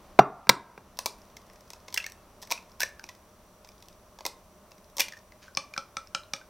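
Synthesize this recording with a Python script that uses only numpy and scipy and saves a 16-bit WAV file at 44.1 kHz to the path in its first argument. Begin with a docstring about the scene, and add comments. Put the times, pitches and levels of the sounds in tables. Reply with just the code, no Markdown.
"""Over steady room noise and hiss, an egg is knocked hard twice on the rim of a ceramic bowl, with fainter knocks.
The blows ring struck modes, thump and crunch; the kitchen echoes in filtered noise, and the gain ducks.
Shells are then pulled apart: clustered clicks make dry snaps, films burst and bubbles ring in wet smacks.
At the end wooden chopsticks drag through the eggs and click on the bowl about five times a second."""
import sys
import numpy as np
from scipy import signal
from scipy.fft import rfft, irfft
from scipy.io import wavfile

SR = 44100
rng = np.random.default_rng(int(sys.argv[2]) if len(sys.argv) > 2 else 0)


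def put_to_file(sound):
    """Save the sound as 16-bit audio at rate SR, in the file named by the first command-line argument."""
    columns = np.atleast_2d(sound).T  # one column per channel
    safe = np.clip(columns, -1, 1)
    whole_steps = np.round(safe * 32767)
    wavfile.write(sys.argv[1], SR, whole_steps.astype(np.int16))


N = 286209
T = np.arange(6000) / SR  # time within one short sound [s]


def amp(db):
    """Decibels to amplitude ratio."""
    return 10 ** (np.asarray(db) / 20)


def at_level(x, db):
    """Scales a short sound to the energy of 10 ms at this level."""
    energy = np.sum(x ** 2) + 1e-20
    return amp(db) * x * np.sqrt(0.01 * SR / energy)


def read(points, hz, axis=1):
    """A table's column interpolated along log frequency."""
    points = np.array(points)
    return np.interp(np.log(hz + 1), np.log(points[:, 0]), points[:, axis])


def add(mix, s, sound):
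    """Lays a sound into the mix from s seconds, cutting it at the mix's end."""
    part = mix[round(s * SR):][:len(sound)]
    part += sound[:len(part)]


def drive(force, response):
    """Lets a force excite a body, by convolution with its response."""
    return signal.fftconvolve(force, response)[:len(T)]


def click(spectrum):
    """The causal, minimum-phase impulse of a given colour."""
    log_gain = np.log(amp(read(spectrum, abs(np.fft.fftfreq(len(T), 1 / SR)))))
    minimum_phase = np.exp(np.conj(signal.hilbert(log_gain)))
    return np.fft.ifft(minimum_phase).real * (T < T[-1] / 2)


def mode(hz, t60, glide=0):
    """A dying sine whose pitch may drift by a share over its life; it radiates little far below its pitch."""
    pitch = hz * (1 + glide * np.minimum(T / t60, 1))
    decay = np.exp(-np.log(1000) * T / t60)
    swing = np.sin(2 * np.pi * np.cumsum(pitch) / SR) * decay
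    return signal.lfilter(*signal.butter(1, hz / 4, "high", fs=SR), swing)


def ring(modes, stretch=1):
    """Modes of an object; neighbours swing in opposite senses."""
    out = np.zeros(len(T))
    for k, (hz, db, t60) in enumerate(modes):
        out += (-1) ** k * amp(db) * mode(hz * stretch, t60)
    return out


def crumble(length, per_s=7000, spread_db=1.5, first=0.44):
    """The force of one break, followed by a dying cluster of tiny ones."""
    size = amp(spread_db * np.minimum(rng.exponential(1, len(T)), 4))
    sense = rng.choice([-1, 1], len(T))
    happens = rng.random(len(T)) < per_s / SR
    force = size * sense * happens * np.exp(-(T / (1.8 * length)) ** 2)
    force /= np.linalg.norm(force) + 1e-9
    force[0] += first
    return force


def noise(gain):
    """Noise of unit level, shaped by a gain at each frequency."""
    x = irfft(rfft(rng.standard_normal(N)) * gain, N)
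    return x / x.std()


# colour of the kitchen's steady noise: (frequency [Hz], relative density [dB per Hz])
AIR_COLOUR = [(12, -30), (20, -1.5), (79, -1), (158, -10.5), (187, -1.5), (277, -11), (377, -9.5),
              (607, -10), (1250, -13), (1600, -20), (2000, -22.5), (4500, -28), (6200, -29.5), (9000, -51)]
# level of that noise over time: (time [s], level [dB])
AIR_LEVEL = [(0, -54.5), (1.002, -56), (2.299, -57), (3.4, -58.5), (4.501, -58.5), (6.5, -59)]
# soft resonances in the room noise: (frequency [Hz], width [Hz], level [dB])
AIR_RESONANCES = [(186, 90, -77), (366, 60, -76), (608, 63, -65), (1076, 240, -69.5), (5800, 420, -75)]
# colour of each channel's own hiss: (frequency [Hz], relative density [dB per Hz])
HISS_COLOUR = [(30, 8.5), (400, 4.5), (3000, -1.5), (10000, 2), (16000, 0)]


def air(hiss_db=-64.5):
    """Steady room noise with a few soft resonances, under a faint independent hiss in each channel."""
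    hz = np.fft.rfftfreq(N, 1 / SR)
    hum = np.zeros(N)
    for centre, width, db in AIR_RESONANCES:
        hum += amp(db) * noise(1 / (1 + (2 * (hz - centre) / width) ** 2))
    level_db = np.interp(np.arange(N) / SR, *np.transpose(AIR_LEVEL))
    room = noise(amp(read(AIR_COLOUR, hz))) * amp(level_db)
    hiss = np.array([noise(amp(read(HISS_COLOUR, hz))) for _ in range(2)])
    return hum + room + amp(hiss_db) * hiss


# the bowl, damped by hand and board: (frequency [Hz], relative level [dB], t60 [s])
BOWL_MODES = [(134, -16.5, 0.14), (192, -11, 0.11), (408, -14.5, 0.022), (690, -8.5, 0.0076),
              (970, -1, 0.013), (1110, -9, 0.034), (1210, -6, 0.017), (1582, -6.5, 0.036), (1890, -9, 0.01),
              (2370, -1.5, .011), (2760, -25, 0.14), (3640, -14, .018), (4320, -17, 0.0095),
              (4730, -21, 0.057), (5568, -24, .08), (5800, -25.5, 0.12), (6900, -27, 0.04),
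              (10600, -19, .025)]
# egg against the rim: (time [s], ring level [dB], contact brightness [Hz],
#   thump pitch of the bowl on its board [Hz], thump level [dB], crunch level of the shell [dB])
RIM_KNOCKS = [(0.1899, -12.5, 1300, 414, -16, -36.5), (0.1927, -10.5, 796, 745, -4.5, -31.5),
              (0.4703, -39, 2506, 428, -49.5, -54), (0.493, -14.5, 2010, 499, -17, -7),
              (0.496, -20, 2015, 942, -20, -20), (0.7774, -43.5, 2000, 438, -47.5, -58.5)]


def knocks():
    """The blunt egg rings the bowl through a softened contact, and the bowl thumps on the board."""
    out = np.zeros(N)
    bowl = ring(BOWL_MODES)
    for s, ring_db, bright_hz, thump_hz, thump_db, _ in RIM_KNOCKS:
        contact = np.exp(-2 * np.pi * bright_hz * T)
        thump = mode(thump_hz, 0.021) * (1 - np.exp(-T / 0.0015))
        add(out, s, at_level(drive(contact, bowl), ring_db) + at_level(thump, thump_db))
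    return out


# the shell crushed on the rim: (frequency [Hz], relative level [dB])
CRUNCH_COLOUR = [(500, -22.5), (1500, -12.5), (2270, -0.5), (2950, -13.5), (3750, 0.5), (4400, -3.5),
                 (5000, -6), (5600, 1.5), (6300, -12), (10700, -19), (15000, -15)]


def crunches():
    """The shell gives way on the rim, then caves in for a few milliseconds."""
    out = np.zeros(N)
    for s, *_, crunch_db in RIM_KNOCKS:
        give = crumble(0.001, per_s=34000)
        cave_in = crumble(0.0033, per_s=16000, spread_db=0, first=0)
        add(out, s, at_level(drive(give + 1.2 * cave_in, click(CRUNCH_COLOUR)), crunch_db))
    return out


# the board's crowded modes: (frequency [Hz], relative level [dB])
SLAP_COLOUR = [(90, -15.5), (150, -2), (280, -2.5), (700, -2.5), (1100, 1.5), (1600, -2), (1900, -15.5),
               (2700, -22), (3300, -30.5), (8000, -47.5)]


def board(db=-9):
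    """Each knock also slaps the wide board 1 ms later, which radiates into the whole room."""
    out = np.zeros(N)
    for s, ring_db, *_ in RIM_KNOCKS:
        slap = drive(crumble(0.0023, first=1.2), click(SLAP_COLOUR))
        add(out, s + 0.001, at_level(slap, ring_db + db))
    return out


# the kitchen's echo, before each source's share:
#   (frequency [Hz], early level [dB], early t60 [s], late level [dB], late t60 [s])
ECHO = [(150, -12.5, 0.33, -17, .6), (490, -7, 0.36, -21.5, 0.34), (730, -17.5, 0.15, -18.5, .65),
        (1115, -7.5, 0.26, -17.5, .7), (1560, -9.5, .18, -19.5, .65), (2200, -14.5, 0.27, -26.5, 0.63),
        (3988, -12, 0.23, -22.5, 0.28), (5950, -13, 0.15, -23, .4), (9000, -10.5, 0.22, -23, 0.33),
        (14680, -18.5, 0.12, -29, .25)]


def kitchen(x, gap=0.005):
    """Dense reflections after a gap [s]: a quick early field and a fainter slow one, as decaying noise."""
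    hz, t, z = signal.stft(rng.standard_normal(SR), SR, nperseg=256)
    early_db, early_t60, late_db, late_t60 = (read(ECHO, hz, axis=k)[:, None] for k in range(1, 5))

    def power(db, t60):
        """Exponential decay whose total energy is set by the level."""
        rate = 2 * np.log(1000) / t60
        return amp(db) ** 2 * rate / SR * np.exp(-rate * t)

    envelope = np.sqrt(power(early_db, early_t60) + power(late_db, late_t60))
    tail = signal.istft(z * envelope, SR, nperseg=256)[1]
    return signal.fftconvolve(x, np.r_[np.zeros(round(gap * SR)), tail])[:N]


# colours of the dry snap, the splinters' fizz and the wet hollow: (frequency [Hz], relative level [dB])
SNAP_COLOUR = [(200, -50), (1200, -44), (2400, -15.5), (3500, 6), (4400, 5), (5500, 11), (6400, 5.5),
               (7300, -5.5), (10000, -37)]
FIZZ_COLOUR = [(500, -52), (4000, -29), (6500, -18), (7700, -2), (9500, -2), (11000, -4), (14000, 1),
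               (16000, -9.5)]
HOLLOW_COLOUR = [(150, -85), (600, -52), (1300, -7.5), (1800, 2.5), (2500, 2.5), (3200, -26.5),
                 (5000, -36.5)]
# an egg held in the hands: (frequency [Hz], relative level [dB], t60 [s])
HAND_MODES = [(297, -11.5, 0.018), (568, -2.5, 0.012), (997, 0.5, 0.021)]
# a closed egg thuds in the hands, a gaping one rings.
# levels against the snap, before brittleness: (closed [dB], gaping [dB])
HOLLOW_LEVELS = (-9, 9)
THUD_LEVELS = (0.5, -31.5)
# harder breaks shed more splinters: fizz against a hard snap [dB], and its gain per dB of snap
HARD_SNAP_DB, FIZZ_DB, FIZZ_GROWTH = -30, -6, 0.2
BRITTLE_LOSS = 1.06  # dB that hollow and thud lose for each dB of fizz gained by brittleness
# shell breaking: (time [s], crumbling time scale [s], snap level [dB], hollow pitch [Hz],
#   how far the shell gapes [0-1], brittleness [dB])
SHELL_CRACKS = [(.972, 0.0021, -52, 2630, 0.06, 4), (.9896, 0.0022, -32, 2600, .1, 1),
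                (1.0593, 0.0034, -28, 2300, 0.07, 1), (1.3678, 0.0019, -48.5, 2140, 0.4, 0.5),
                (1.4994, .0015, -60.5, 2270, 0.43, -2.5), (1.7038, 0.0019, -46.5, 2170, 0.15, 3),
                (1.7334, .002, -47.5, 2540, 0.13, 0.5), (1.8822, 0.0022, -47.5, 2200, 0.18, -3),
                (1.926, 0.0042, -48, 2280, 0.16, 1), (1.9428, .0016, -33, 3060, 0.27, 4.5),
                (1.9751, 0.0042, -30, 2717, 0.71, -1.5), (2.0642, 0.0014, -40, 1840, 0.62, 1),
                (2.1206, 0.0012, -51.5, 1970, .5, 6.5), (2.426, 0.0064, -44.5, 1920, 0.1, 1),
                (2.5057, 0.012, -37.5, 2300, 0.2, -2), (2.5129, 0.0056, -31, 2280, 0.03, 0),
                (2.5214, .0017, -29, 2370, 0.3, -3), (2.798, .0035, -46.5, 2530, 0.2, -0.5),
                (2.8045, .0024, -30, 1530, 0.39, 2), (2.816, 0.0057, -34.5, 1680, 1, 3.5),
                (2.832, 0.0026, -29.5, 1786, 0.43, -4.5), (3.0402, 0.0017, -46, 2300, 0.22, -3),
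                (3.0898, 0.0039, -45.5, 1970, .25, -3), (3.6468, 0.0017, -55.5, 2590, 0.13, 0),
                (3.689, 0.0011, -54, 2380, 0.28, 1), (3.8247, 0.0015, -53.5, 2538, 0.15, 2),
                (3.8847, .0019, -54.5, 2600, 0.28, 5.5), (4.188, 0.0017, -52, 1630, 0.04, -2.5),
                (4.2073, .002, -51, 2270, 0.02, -4), (4.2523, 0.0019, -34.5, 2120, 0.17, -3),
                (4.2636, 0.0024, -32, 2480, 0.07, 2), (4.7177, 0.0016, -55.5, 2620, 0.19, -1.5),
                (4.9687, 0.0047, -41, 3060, 0, 6), (4.983, 0.0094, -33.5, 2264, 0.09, -0.5),
                (4.9969, 0.0066, -25, 2670, 0.36, 0.5), (5.005, 0.0023, -24.5, 2395, 0.48, 1),
                (5.015, 0.0057, -33, 2870, 0.53, -0.5), (5.0833, 0.0022, -44.5, 2320, 0.46, -1)]


def shells():
    """Each fracture snaps, sheds splinters, rings the wet hollow of the shell and jolts the hands."""
    out = np.zeros(N)
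    snap_click, fizz_click, hollow_click = click(SNAP_COLOUR), click(FIZZ_COLOUR), click(HOLLOW_COLOUR)
    hands = ring(HAND_MODES)
    for s, length, snap_db, hollow_hz, gape, brittle_db in SHELL_CRACKS:
        fizz_db = snap_db + FIZZ_DB + FIZZ_GROWTH * (snap_db - HARD_SNAP_DB) + brittle_db
        body_db = snap_db - BRITTLE_LOSS * brittle_db
        hollow_db = body_db + np.interp(gape, [0, 1], HOLLOW_LEVELS)
        thud_db = body_db + np.interp(gape, [0, 1], THUD_LEVELS)
        force = crumble(length, spread_db=6.5, first=0.6)
        snap = at_level(drive(force, snap_click), snap_db)
        fizz = at_level(drive(force, fizz_click), fizz_db)
        pitched = at_level(drive(force, mode(hollow_hz, 0.024)), -2.5)
        hollow = pitched + at_level(drive(force, hollow_click), -6)
        thud = at_level(drive(force, hands), thud_db)
        add(out, s, snap + fizz + at_level(hollow, hollow_db) + thud)
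    return out


# thumbs working at the shell: (start [s], end [s], tick rate [per s], level of the softest ticks [dB])
THUMB_SQUEEZES = [(1.15, 1.87, 20.6, -65), (1.891, 2.12, 34.8, -58), (2.398, 2.5, 48.4, -56.5),
                  (2.55, 3.15, 12.2, -65), (3.632, 3.94, 25, -65.5), (4.651, 4.96, 13, -67.5),
                  (5.029, 5.19, 34.4, -63)]


def crinkle(spread_db=2, colour_db=5, fizz_db=-4, hollow_db=2):
    """Faint ticks of shell and membrane, each of its own colour, at uneven intervals while the thumbs squeeze."""
    out = np.zeros(N)
    fizz, hollow = amp(fizz_db) * click(FIZZ_COLOUR), amp(hollow_db) * click(HOLLOW_COLOUR)
    colours = np.array([click(SNAP_COLOUR), fizz, hollow])
    for start, stop, per_s, db in THUMB_SQUEEZES:
        for slot in np.arange(start, stop, 1 / per_s):
            blend = amp(colour_db * rng.standard_normal(3)) @ colours
            tick = drive(crumble(0.0024), blend)
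            tick_db = db + spread_db * min(rng.exponential(), 3)
            add(out, slot + rng.random() / per_s, at_level(tick, tick_db))
    return out


# colour of wet egg: (frequency [Hz], relative level [dB])
WET_COLOUR = [(600, -17.5), (1500, 1.5), (2400, -1), (3300, -5), (5500, -2), (6500, -3.5), (7800, -17.5),
              (14000, -19.5)]
# wet smacks of egg, slipping from the shell or stirred: (time [s], smack level [dB],
#   starting bubble pitch [Hz], bubble level [dB], bubble life to t60 [cycles of that pitch])
EGG_PLOPS = [(1.9624, -48, 2010, -42.5, 27), (2.0012, -59, 2610, -37.5, 45),
             (2.0422, -44.5, 2140, -37.5, 45), (2.5769, -51, 2520, -45.5, 45), (2.995, -49, 1560, -50, 35),
             (5.1229, -48, 1839, -49, 33), (5.1352, -55, 1760, -46.5, 33), (5.1689, -60, 1790, -52, 50),
             (5.3210, -58.5, 2030, -56, 32), (5.481, -66.5, 1500, -50, 25), (5.5505, -59.5, 5100, -43, 21),
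             (5.7377, -46.5, 2364, -42, 51), (5.7640, -49, 1480, -40.5, 17), (6.0727, -58, 5360, -56.5, 25),
             (6.2349, -61, 3960, -60, 24), (6.364, -53, 3070, -59, 10), (6.413, -62, 1510, -52.5, 36)]


def plops():
    """A film of egg bursts and a small bubble rings, rising in pitch."""
    out = np.zeros(N)
    for s, smack_db, hz, bubble_db, cycles in EGG_PLOPS:
        life = cycles / hz
        bubble = mode(hz, life, glide=0.075) * (1 - np.exp(-T / (0.073 * life)))
        smack = drive(crumble(0.0018), click(WET_COLOUR))
        add(out, s, at_level(smack, smack_db) + at_level(bubble, bubble_db))
    return out


# drag of the sticks through the egg: (time [s], level [dB])
STIR_LEVEL = [(5.39, -100), (5.427, -51.5), (5.45, -59), (5.48, -61.5), (5.52, -76), (5.8, -93), (6.3, -82),
              (6.37, -74), (6.49, -79)]


def swish():
    """Tiny wet bursts as the sticks drag through the egg."""
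    size = rng.standard_normal(N) * amp(2.2 * np.minimum(rng.exponential(1, N), 4))
    bursts = size * (rng.random(N) < 4000 / SR)  # about 4000 bursts per second
    wet = signal.fftconvolve(bursts, click(WET_COLOUR))[:N]
    level_db = np.interp(np.arange(N) / SR, *np.transpose(STIR_LEVEL))
    return wet / wet.std() * amp(level_db)


# the chopsticks, before each landing's variation: (frequency [Hz], relative level [dB], t60 [s])
WOOD_MODES = [(2338, 0, 0.022), (2890, 1.5, 0.0014), (3720, -12, 0.012), (4580, -9, 0.0025),
              (5240, -2.5, 0.013), (6070, -4, 0.017), (6360, -13, 0.0074), (8470, -7.5, 0.004)]
# scrape of a stick's contact: (frequency [Hz], relative level [dB])
TAP_COLOUR = [(200, -35), (800, -13), (2500, 6.5), (6300, 8), (7500, -8), (10000, -14), (15000, -20)]
# the bowl pushed against its board: (frequency [Hz], relative level [dB], t60 [s])
BOARD_MODES = [(166, -5, 0.055), (283, -6.5, 0.033), (548.5, -5, 0.098), (820, 1, 0.033)]
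# chopsticks on the bowl: (time [s], stroke level before the wood and scrape trims [dB],
#   second stick's delay [s], starting pitch of the air pocket in the egg [Hz],
#   pocket level [dB], push level on the bowl [dB])
STICK_STROKES = [(5.5721, -24.5, 0.0011, 1136, -33.5, -38.5), (5.7774, -31.5, .0008, 1327, -32.5, -40.5),
                 (5.9688, -33.5, .0008, 1297, -34, -45), (6.1481, -26.5, 0.001213, 1340, -31, -42.5),
                 (6.3354, -28, 0.0012, 1240, -42, -42)]


def chopsticks():
    """Two sticks land one just after the other; the air pocket they drag through the egg rings."""
    out = np.zeros(N)
    for s, stroke_db, delay, pocket_hz, pocket_db, push_db in STICK_STROKES:
        wood = np.zeros(len(T))
        for lag in (0, delay):
            # where a stick lands decides how strongly each mode rings
            modes = [(hz, db + 0.78 * rng.standard_normal(), t60) for hz, db, t60 in WOOD_MODES]
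            add(wood, lag, ring(modes, stretch=1 + 0.022 * rng.standard_normal()))
        scrape = drive(crumble(0.002), click(TAP_COLOUR))
        pocket = mode(pocket_hz, 0.04, glide=0.098) * (1 - np.exp(-T / 0.00065))
        stick = at_level(wood, stroke_db - 4.5) + at_level(scrape, stroke_db - 3)
        push = at_level(ring(BOARD_MODES), push_db)
        add(out, s, stick + at_level(pocket, pocket_db) + push)
    return out


def scene():
    """The hard knocks, the shells and the beating, each with its share of the kitchen's echo."""
    rim, crunch, slap = knocks(), crunches(), board()
    eggs = shells() + crinkle()
    beating = plops() + swish() + chopsticks()
    knock_send = amp(-3.5) * rim + amp(-10.5) * crunch + amp(8.5) * slap
    echo = kitchen(knock_send + amp(2) * eggs + amp(1.5) * beating)
    return air() + rim + crunch + slap + eggs + beating + echo


def record(dry, threshold_db=-20, share=0.33, recovery_db=22):
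    """Gain control ducks after loud sounds and recovers in dB per s; overloads clip, then a low-pass."""
    keep = np.exp(-1 / (0.011 * SR))  # 11 ms smoothing

    def smooth(x):
        """One-pole running average."""
        return signal.lfilter([1 - keep], [1, -keep], x)

    power_db = 10 * np.log10(smooth((dry ** 2).mean(0)) + 1e-12)
    fall_db = np.arange(N) * recovery_db / SR
    held_db = np.maximum.accumulate(power_db + fall_db) - fall_db  # peaks held, sinking steadily
    over_db = np.maximum(held_db - threshold_db, 0)
    ducked = dry / amp(share * smooth(over_db))
    low_pass = signal.firwin(255, 16150, window=("kaiser", 8), fs=SR)  # cutoff in Hz
    return signal.oaconvolve(np.clip(ducked, -1, 1), low_pass[None], "same")


dry = scene()
out = record(dry)
put_to_file(out)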